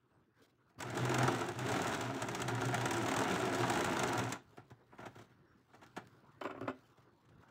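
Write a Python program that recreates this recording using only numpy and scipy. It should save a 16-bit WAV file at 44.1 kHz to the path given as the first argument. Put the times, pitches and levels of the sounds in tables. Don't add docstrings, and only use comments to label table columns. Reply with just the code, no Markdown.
import sys
import numpy as np
from scipy import signal
from scipy.fft import rfft, irfft, next_fast_len
from scipy.io import wavfile
from scipy.ndimage import uniform_filter1d, map_coordinates

SR = 44100
rng = np.random.default_rng(int(sys.argv[2]) if len(sys.argv) > 2 else 0)


def log_audio(samples):
    frames = np.atleast_2d(samples).T
    limited = np.clip(frames, -1, 1)
    pcm = np.round(limited * 32767).astype(np.int16)
    wavfile.write(sys.argv[1], SR, pcm)


def to_linear_factor(level_db):
    exponent = np.asarray(level_db, float) / 20
    return 10 ** exponent


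N = 330750

# (time [s], effort [dB], table sway [dB])
MOTOR_LOAD = [(.78, -70, 1.5), (.85, -54, 0.5), (.96, -47, 0), (1.09, -43.5, -1), (1.27, -41, -2.5),
              (1.41, -45.5, -6), (1.56, -52.5, 0.5), (1.68, -44.5, -1.5), (1.86, -43, -6),
              (2.02, -49.5, -1.5), (2.36, -49, -3.5), (2.68, -46.5, 0), (3.25, -43.5, -8.5),
              (3.8, -43.5, -7), (4.13, -42.5, -10), (4.23, -46.5, 1), (4.34, -51, -10), (4.42, -74, -12)]
# (time [s], steel click [dB], housing knock [dB])
HARD_CLACKS = [(0.804, -37, -32.5), (0.8232, -35, -31), (0.9733, -35, -28), (1.2781, -32.5, -20.5),
               (1.4104, -36, -33.5), (1.4864, -36.5, -38), (1.589, -35.5, -32), (1.818, -33.5, -37),
               (1.87, -33, -54), (1.9475, -34, -35), (2.0097, -33, -38), (2.2206, -32.5, -29),
               (2.3485, -31.5, -32), (2.4182, -31, -28.5), (2.482, -32, -26.5), (2.617, -37, -27),
               (2.6529, -35, -36.5), (2.7434, -29, -20.5), (2.8562, -29, -22.5), (2.909, -30, -26),
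               (2.981, -37, -41.5), (3.164, -29, -26), (3.4532, -35, -33), (3.547, -33.5, -33),
               (3.6986, -28.5, -22.5), (3.8445, -29.5, -29), (3.993, -30.5, -41), (4.0335, -29, -22),
               (4.1779, -33, -27), (4.323, -29.5, -32)]
# (first [s], last [s], contacts [count])
RUNS = [(.9, .95, 2), (1.051, 1.231, 5), (1.325, 1.344, 2), (1.666, 1.766, 5), (1.79, 1.92, 6),
        (2.147, 2.163, 2), (2.404, 2.497, 2), (2.222, 2.812, 10), (2.885, 2.968, 4), (3.034, 3.062, 2),
        (3.088, 3.141, 3), (3.187, 3.238, 3), (3.282, 3.42, 8), (3.497, 3.72, 9), (3.736, 3.81, 5),
        (3.86, 3.966, 4), (4.087, 4.132, 2), (4.193, 4.193, 1), (4.242, 4.309, 4)]
RUN_CLICK_DB = [-43, -31, -38.5, -37.5, -40.5, -43, -40.5, -38, -36.5, -41.5, -33, -32.5, -38, -41.5, -34.5,
                -37.5, -35.5, -33.5, -53]
# (time [s], strength [dB], weight on the table [dB], metal [dB])
HAND_KNOCKS = [(.697, -62, -22, -34), (.746, -66, 0, -29), (4.523, -58, -9, -17), (4.572, -43, -12, -16.5),
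               (4.703, -51.5, -0.5, -10), (4.921, -50, -14, -36.5), (4.982, -41.5, -21, -20),
               (5.001, -43, -44, -14), (5.026, -40.5, -36, -21.5), (5.056, -39, -15, -10.5),
               (5.152, -49, -6, -10), (5.186, -48, -23, -6.5), (5.214, -56, -17, -0.5),
               (5.239, -62, -13, -3), (5.297, -61.5, -18, -14), (5.732, -52, -16, -16),
               (5.744, -53, -29, -9), (5.815, -49, -27, -13), (5.831, -53.5, -20, -2.5),
               (5.863, -63, -12, -3), (5.965, -33, -23, -12), (6.07, -67, -18, -9), (6.317, -75, -6, 6),
               (6.973, -58, -3.5, -10), (7.019, -71, -7, 0), (7.251, -71.5, -4, 2.5),
               (7.289, -78.5, -7, 11.5), (7.424, -56.5, -34, -11.5), (7.484, -75, 5, 9.5)]
# (time [s], strength [dB], weight on the table [dB], blade [dB])
SCISSORS = [(6.412, -26, -62, -21), (6.427, -41.5, -24, -16), (6.441, -35, -30, -17), (6.45, -25, -38, -22),
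            (6.469, -34, -39, -17), (6.495, -35, -35, -27), (6.507, -35, -40, -19), (6.521, -43, -23, -29),
            (6.546, -39, -42, -37), (6.56, -47, -18, -26), (6.574, -40, -28, -30), (6.609, -36, -13, -25),
            (6.626, -39.5, -12, -22), (6.648, -42, -20, -41), (6.675, -26.5, -31, -33),
            (6.681, -37, -17, -11.5), (6.693, -33, -23, -19), (6.703, -46, -26, -10)]
# (time [s], level [dB], modes (frequency [Hz], width [Hz], level [dB]))
HANDLE_THUD = (6.6805, -8.5, [(600, 257, 14), (1220, 502, -14)])
# (time [s], level [dB])
SNAPS = [(.697, -80), (.746, -76), (4.572, -58.5), (4.704, -63), (5.751, -63), (5.865, -59), (5.966, -55),
         (6.073, -58.5), (6.411, -58), (6.44, -53), (6.612, -56.5)]
# (from [s], to [s], scuff [dB], rustle over scuff [dB])
RESTING = [
    (0, .8, -71, -23.5),
    (4.38, 7.5, -64.5, -25),
]
# (middle [s], length [s], scuff [dB], rustle over scuff [dB])
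STROKES = [(0.133, 0.42, -69.5, -35), (.4, 0.14, -65, -15.5), (.442, 0.085, -68.5, -3.5),
           (0.495, 0.073, -74, -11), (0.698, 0.12, -68, -19), (0.797, 0.043, -44.5, -19),
           (4.504, 1, -67, -17), (5.106, 0.65, -59.5, -16.5), (5.91, 1, -64.5, -17.5), (6.29, 1, -65, -21),
           (6.626, 0.16, -56, -23), (6.81, 0.78, -64.5, -17), (7.5, 0.72, -64.5, -23)]
# (time [s], length [s], frequency [Hz], level [dB])
SQUEAKS = [
    (.06, .16, 8300, -99),
    (5.45, .12, 5550, -89),
    (6.83, .04, 3050, -82),
    (7.08, .14, 4400, -93),
]

# (frequency [Hz], width [Hz], level [dB])
TABLE_MODES = [(106.3, 43.6, -8), (124.8, 9, 6)]
# (frequency [Hz], width [Hz], level [dB])
DAMPED_TABLE = [(118, 13.5, 0)]
# (frequency [Hz], width [Hz], level [dB])
BED = [(187, 37.5, -5.5), (265, 22.7, -1), (352.8, 36.3, -1), (428.7, 46.6, -5), (512, 95, -13.5)]
# (frequency [Hz], width [Hz], level [dB])
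HOUSING = [(650.5, 102, 2.5), (753, 95, 4), (816, 43.3, 4.5), (958.5, 99, 2), (1124, 270, -3.5),
           (1382, 157, 1), (1638, 282, 0), (1812, 733, -4.5), (2935, 150, -19.5)]
# (frequency [Hz], width [Hz], level [dB])
EDGE = [(570, 90, 4), (746, 300, -3.5), (1060, 110, 2.5), (1230, 260, -2.5), (1415, 114, 0.5),
        (2200, 510, -12.5)]
# (frequency [Hz], width [Hz], level [dB])
PANEL = [(266.4, 19.6, 1.5), (382, 44, -0.5)]
# (frequency [Hz], width [Hz], level [dB])
BLADES = [(2595, 90, 11.5), (3030, 84, 8), (3560, 170, -0.5), (5000, 1000, -11.5), (7470, 340, -8),
          (14000, 2500, -27)]

# (frequency [Hz], density [dB per Hz])
STEEL = [(1470, 2.5), (2500, -1.5), (3580, -1.5), (4970, -12.5), (5660, -7.5), (7560, -9.5), (10700, -23.5),
         (12400, -28), (14800, -17), (15500, -36)]
# (frequency [Hz], density [dB per Hz])
TICK = [(2500, -41), (4000, -4), (6300, 4), (7800, 6.5), (9700, -7), (12200, -11.5), (14500, -15.5),
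        (16000, -6.5)]
# (frequency [Hz], density [dB per Hz])
SCUFF = [(15, -62), (30, -23), (60, -13.5), (120, 1), (180, -6.5), (350, -5), (450, -10), (650, -16.5),
         (1000, -14), (1500, -15), (2200, -26.5), (5000, -42.5), (9000, -96)]
# (frequency [Hz], density [dB per Hz])
FIBRE = [(1180, -29), (2000, -2), (2250, -2), (3800, -0.5), (6140, -7), (11600, -16), (15500, -11.5)]
# (frequency [Hz], level over the sway [dB])
TABLE_HUM = [(121, -1)]
# (frequency [Hz], level re drone [dB])
BED_HUM = [(267, -10), (368, -9.5)]
# (frequency [Hz], t60 [s])
ROOM_T60 = [(100, 0.34), (1000, 0.17), (4000, 0.24), (12000, 0.082)]

START_S, SPIN_UP_S = .772, .04
BED_OVER_DB, GEARS_OVER_DB = 2.5, -4
SLACK_S, SCATTER_DB, MERGE_S = .0015, 1.6, .011
KNOCK_OVER_DB, KNOCK_SCATTER_DB = 4.5, 2.5
THUMP_OVER_DB, THUMP_SCATTER_DB = -5, 1.5
SELF_NOISE_DB, TOP_HZ = -101, 15750


def drive():
    t = np.arange(N) / SR
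    effort_db, sway_db = levels(MOTOR_LOAD)
    spin_up = np.clip((t - START_S) / SPIN_UP_S, 0, 1) ** 2
    whirr = to_linear_factor(effort_db) * spin_up * (t < MOTOR_LOAD[-1][0])
    boom = whirr * to_linear_factor(sway_db)
    drone = whirr * to_linear_factor(BED_OVER_DB)
    hiss = whirr * to_linear_factor(GEARS_OVER_DB)
    load = wobble(23.835)
    even = to_linear_factor(.7 * load)
    loose = chatter(90, spread_db=4.5, life_s=0.0042)

    table = through(boom * to_linear_factor(3.0) * gritty(1.42, 40), TABLE_MODES) + boom * hum(TABLE_HUM)
    bed = through(drone * even * gritty(1.4, 150), BED) + drone * hum(BED_HUM)
    shake = 0.69 * gritty(2.2, 300) + 0.34 * loose + .65 * teeth(350, spread_db=2.5)
    housing = soft(through(whirr * even * to_linear_factor(2.5) * shake, HOUSING), 5630)
    grind = gritty(0.74, 400) + 0.75 * loose
    steel = through(hiss * to_linear_factor(1.54 * load - 2.0) * grind, STEEL)
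    ticks = through(hiss * to_linear_factor(-15.5) * chatter(48, spread_db=9.5, life_s=0.0015), TICK)
    return table + bed + housing + steel + ticks


def teeth(rate_hz, spread_db):
    taps = (rng.random(N) < rate_hz / SR) * rng.standard_normal(N)
    return unit(taps * to_linear_factor(spread_db * wobble(60)))


def chatter(rate_hz, spread_db, life_s):
    hardness = np.minimum(rng.exponential(size=N), 2.5)
    ticks = (rng.random(N) < rate_hz / SR) * to_linear_factor(spread_db * hardness)
    decay = signal.lfilter([1], [1, -np.exp(-1 / (life_s * SR))], ticks)
    return unit(decay * rng.standard_normal(N))


def hum(lines):
    out = np.zeros(N)
    for hz, db in lines:
        level = to_linear_factor(db + 3.3 * wobble(9))
        phase = 2 * np.pi * np.cumsum(hz + 6 * wobble(20)) / SR
        out += level * np.sin(phase)
    return out


def linkage():
    s, click_db, thump_db, knock_db = linkage_contacts()
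    tick = through(bursts(s - .0006, click_db - 9.5, contact_s=0.0019), TICK)
    click = through(bursts(s - .0025, click_db - 7.5, contact_s=0.0046), STEEL)
    blow = bursts(s - .0025, knock_db - 12, contact_s=0.0057) + pushes(s + 0.002058, knock_db + 9)
    knock = soft(through(blow, HOUSING), 5200)
    thump = through(pushes(s + 0.0011, thump_db + 12.0), BED)
    return tick + click + knock + thump


def linkage_contacts():
    runs = [(s, db) for (a, b, n), db in zip(RUNS, RUN_CLICK_DB) for s in np.linspace(a, b, n)]
    s, click_db = np.transpose(runs)
    hard_s, hard_db, hard_knock_db = np.transpose(HARD_CLACKS)
    n = len(s)
    play = np.clip(rng.standard_normal((n + len(HARD_CLACKS), 4)), -2, 2)
    merged = np.abs(s[:, None] - hard_s).min(axis=1) < MERGE_S
    s = s + SLACK_S * play[:n, 0]
    click_db = click_db + SCATTER_DB * play[:n, 1] - 100 * merged
    run_knock_db = click_db + KNOCK_OVER_DB + KNOCK_SCATTER_DB * play[:n, 2]
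    knock_db = np.append(run_knock_db, hard_knock_db)
    thump_db = knock_db + THUMP_OVER_DB + THUMP_SCATTER_DB * play[:, 3]
    return np.append(s, hard_s), np.append(click_db, hard_db), thump_db, knock_db


def handling(contacts, bright, middle, low, soft_hz, blow_db, contact_s, thump_db, share):
    s, knock_db, weight_db, metal_db = np.transpose(contacts)
    contact_s = contact_s * to_linear_factor(-.12 * (metal_db + 14.5))
    rattle = through(bursts(s - .002, knock_db + metal_db - 3.5, 1.33 * contact_s), bright)
    blow = bursts(s - .002, knock_db - 10, 1.7 * contact_s)
    blow = blow + pushes(s + 0.327 * contact_s, knock_db + blow_db)
    knock = soft(soft(through(blow, middle), soft_hz), soft_hz)
    thump = soft(through(pushes(s + contact_s, knock_db + share * weight_db + thump_db), low), 940)
    late_push = pushes(s + 2.41 * contact_s, knock_db + weight_db + 28)
    boom = soft(through(late_push, DAMPED_TABLE), 240)
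    return rattle + knock + thump + boom


def thud():
    s, db, modes = HANDLE_THUD
    return soft(through(pushes(np.array([s]), db), modes), 2200)


def snaps():
    s, db = np.transpose(SNAPS)
    return through(bursts(s - .001, db, contact_s=0.00063), FIBRE)


def cloth():
    scuff, rustle = hand_motion()
    dull = through(patchy(3.1), SCUFF)
    clumps = patchy(2.6) * to_linear_factor(1.5 * wobble(30)) * to_linear_factor(2.6 * wobble(220))
    fine = through(clumps, FIBRE)
    return scuff * to_linear_factor(1.3 * wobble(37) - 4.0) * dull + rustle * to_linear_factor(1.0) * fine


def hand_motion():
    t = np.arange(N) / SR
    power = np.zeros((2, N))
    for a, b, db, over_db in RESTING:
        power += (((t >= a) & (t < b)) * to_linear_factor([[db], [db + over_db]])) ** 2
    for s, length_s, db, over_db in STROKES:
        swell = np.cos(np.pi * np.clip((t - s) / length_s, -.5, .5)) ** 2
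        power += (swell * to_linear_factor([[db], [db + over_db]])) ** 2
    return np.sqrt(power)


def squeaks():
    out, t = np.zeros(N), np.arange(N) / SR
    for s, length_s, hz, db in SQUEAKS:
        swell = to_linear_factor(db + 23) * np.sin(np.pi * np.clip((t - s) / length_s, 0, 1))
        narrow = signal.butter(2, [hz - 70, hz + 70], "band", fs=SR, output="sos")
        out += signal.sosfilt(narrow, swell * rng.standard_normal(N))
    return out


def room(x):
    out, step = np.zeros(N + SR), SR // 4
    for i in range(0, N, step):
        hz, t, z = signal.stft(rng.standard_normal(SR // 3), SR, nperseg=256)
        decay = to_linear_factor(-60 * t / along(ROOM_T60, hz)[:, None])
        tail = signal.istft(z * decay, SR, nperseg=256)[1]
        wet = signal.fftconvolve(x[i:i + step], tail / np.linalg.norm(tail))
        out[i + 200:][:len(wet)] += wet
    return out[:N]


def bursts(times, db, contact_s):
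    force, t = np.zeros(N + SR), np.arange(SR // 8) / SR
    for s, level_db, c in zip(times, db, np.broadcast_to(contact_s, len(times))):
        u = t / max(c, .0003)
        swell = (u * np.exp(1 - u)) ** 1.29
        force[round(s * SR):][:len(t)] += to_linear_factor(level_db) * swell * rng.standard_normal(len(t))
    return force[:N]


def pushes(times, db):
    force = np.zeros(N)
    force[np.round(times * SR).astype(int)] = to_linear_factor(db) * rng.choice([-1, 1], size=len(times))
    return force


def through(x, body):
    m = next_fast_len(N + SR // 2)
    f = np.fft.rfftfreq(m, 1 / SR)
    if len(body[0]) == 2:
        h = to_linear_factor(along(body, f))
    else:
        h = 0
        for k, (hz, width_hz, db) in enumerate(body):
            mode = 1j * f * width_hz / (hz * hz - f * f + 1j * f * width_hz)
            h = h + (-1) ** k * to_linear_factor(db) * mode
    return irfft(rfft(x, m) * h / np.sqrt(np.mean(np.abs(h) ** 2)), m)[:N]


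def soft(x, hz):
    return signal.sosfilt(signal.butter(2, hz, fs=SR, output="sos"), x)


def gritty(rough_db, rate_hz):
    return unit(rng.standard_normal(N) * to_linear_factor(rough_db * wobble(rate_hz)))


def patchy(depth_db):
    z = signal.stft(rng.standard_normal(N), nperseg=512)[2]
    field = uniform_filter1d(rng.standard_normal(z.shape), 5, 0)
    field = uniform_filter1d(field, 12, 1)
    return unit(signal.istft(z * to_linear_factor(depth_db * unit(field)), nperseg=512)[1][:N])


def wobble(rate_hz):
    knots = rng.standard_normal(int(N * rate_hz / SR) + 4)
    return map_coordinates(knots, [np.arange(N) * rate_hz / SR])


def levels(rows):
    s, *columns = np.transpose(rows)
    return [np.interp(np.arange(N) / SR, s, c) for c in columns]


def along(points, hz):
    f, v = np.transpose(points)
    return np.interp(np.log(hz + 1), np.log(f + 1), v)


def unit(x):
    return x / np.sqrt(np.mean(x ** 2) + 1e-20)


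def scene():
    machine = drive() + linkage()
    hands = handling(HAND_KNOCKS, STEEL, HOUSING, BED, soft_hz=3420, blow_db=10.5,
                     contact_s=0.00556, thump_db=21.5, share=0.2)
    scissors = handling(SCISSORS, BLADES, EDGE, PANEL, soft_hz=2650, blow_db=4.5,
                        contact_s=0.0028, thump_db=25.5, share=0.32)
    small_table = signal.butter(4, 62, "high", fs=SR, output="sos")
    near = signal.sosfilt(small_table, machine + hands + scissors + thud() + snaps())
    return (near + to_linear_factor(-13.0) * room(near) + cloth() + squeaks())[None]


def top_cut(x):
    return signal.sosfilt(signal.butter(12, 16470, fs=SR, output="sos"), x)


def record(dry):
    spectrum = rfft(dry + to_linear_factor(SELF_NOISE_DB) * rng.standard_normal(dry.shape))
    heard = irfft(spectrum * (np.fft.rfftfreq(N, 1 / SR) < TOP_HZ), N)
    return top_cut(heard)


dry = scene()
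out = record(dry)
log_audio(out)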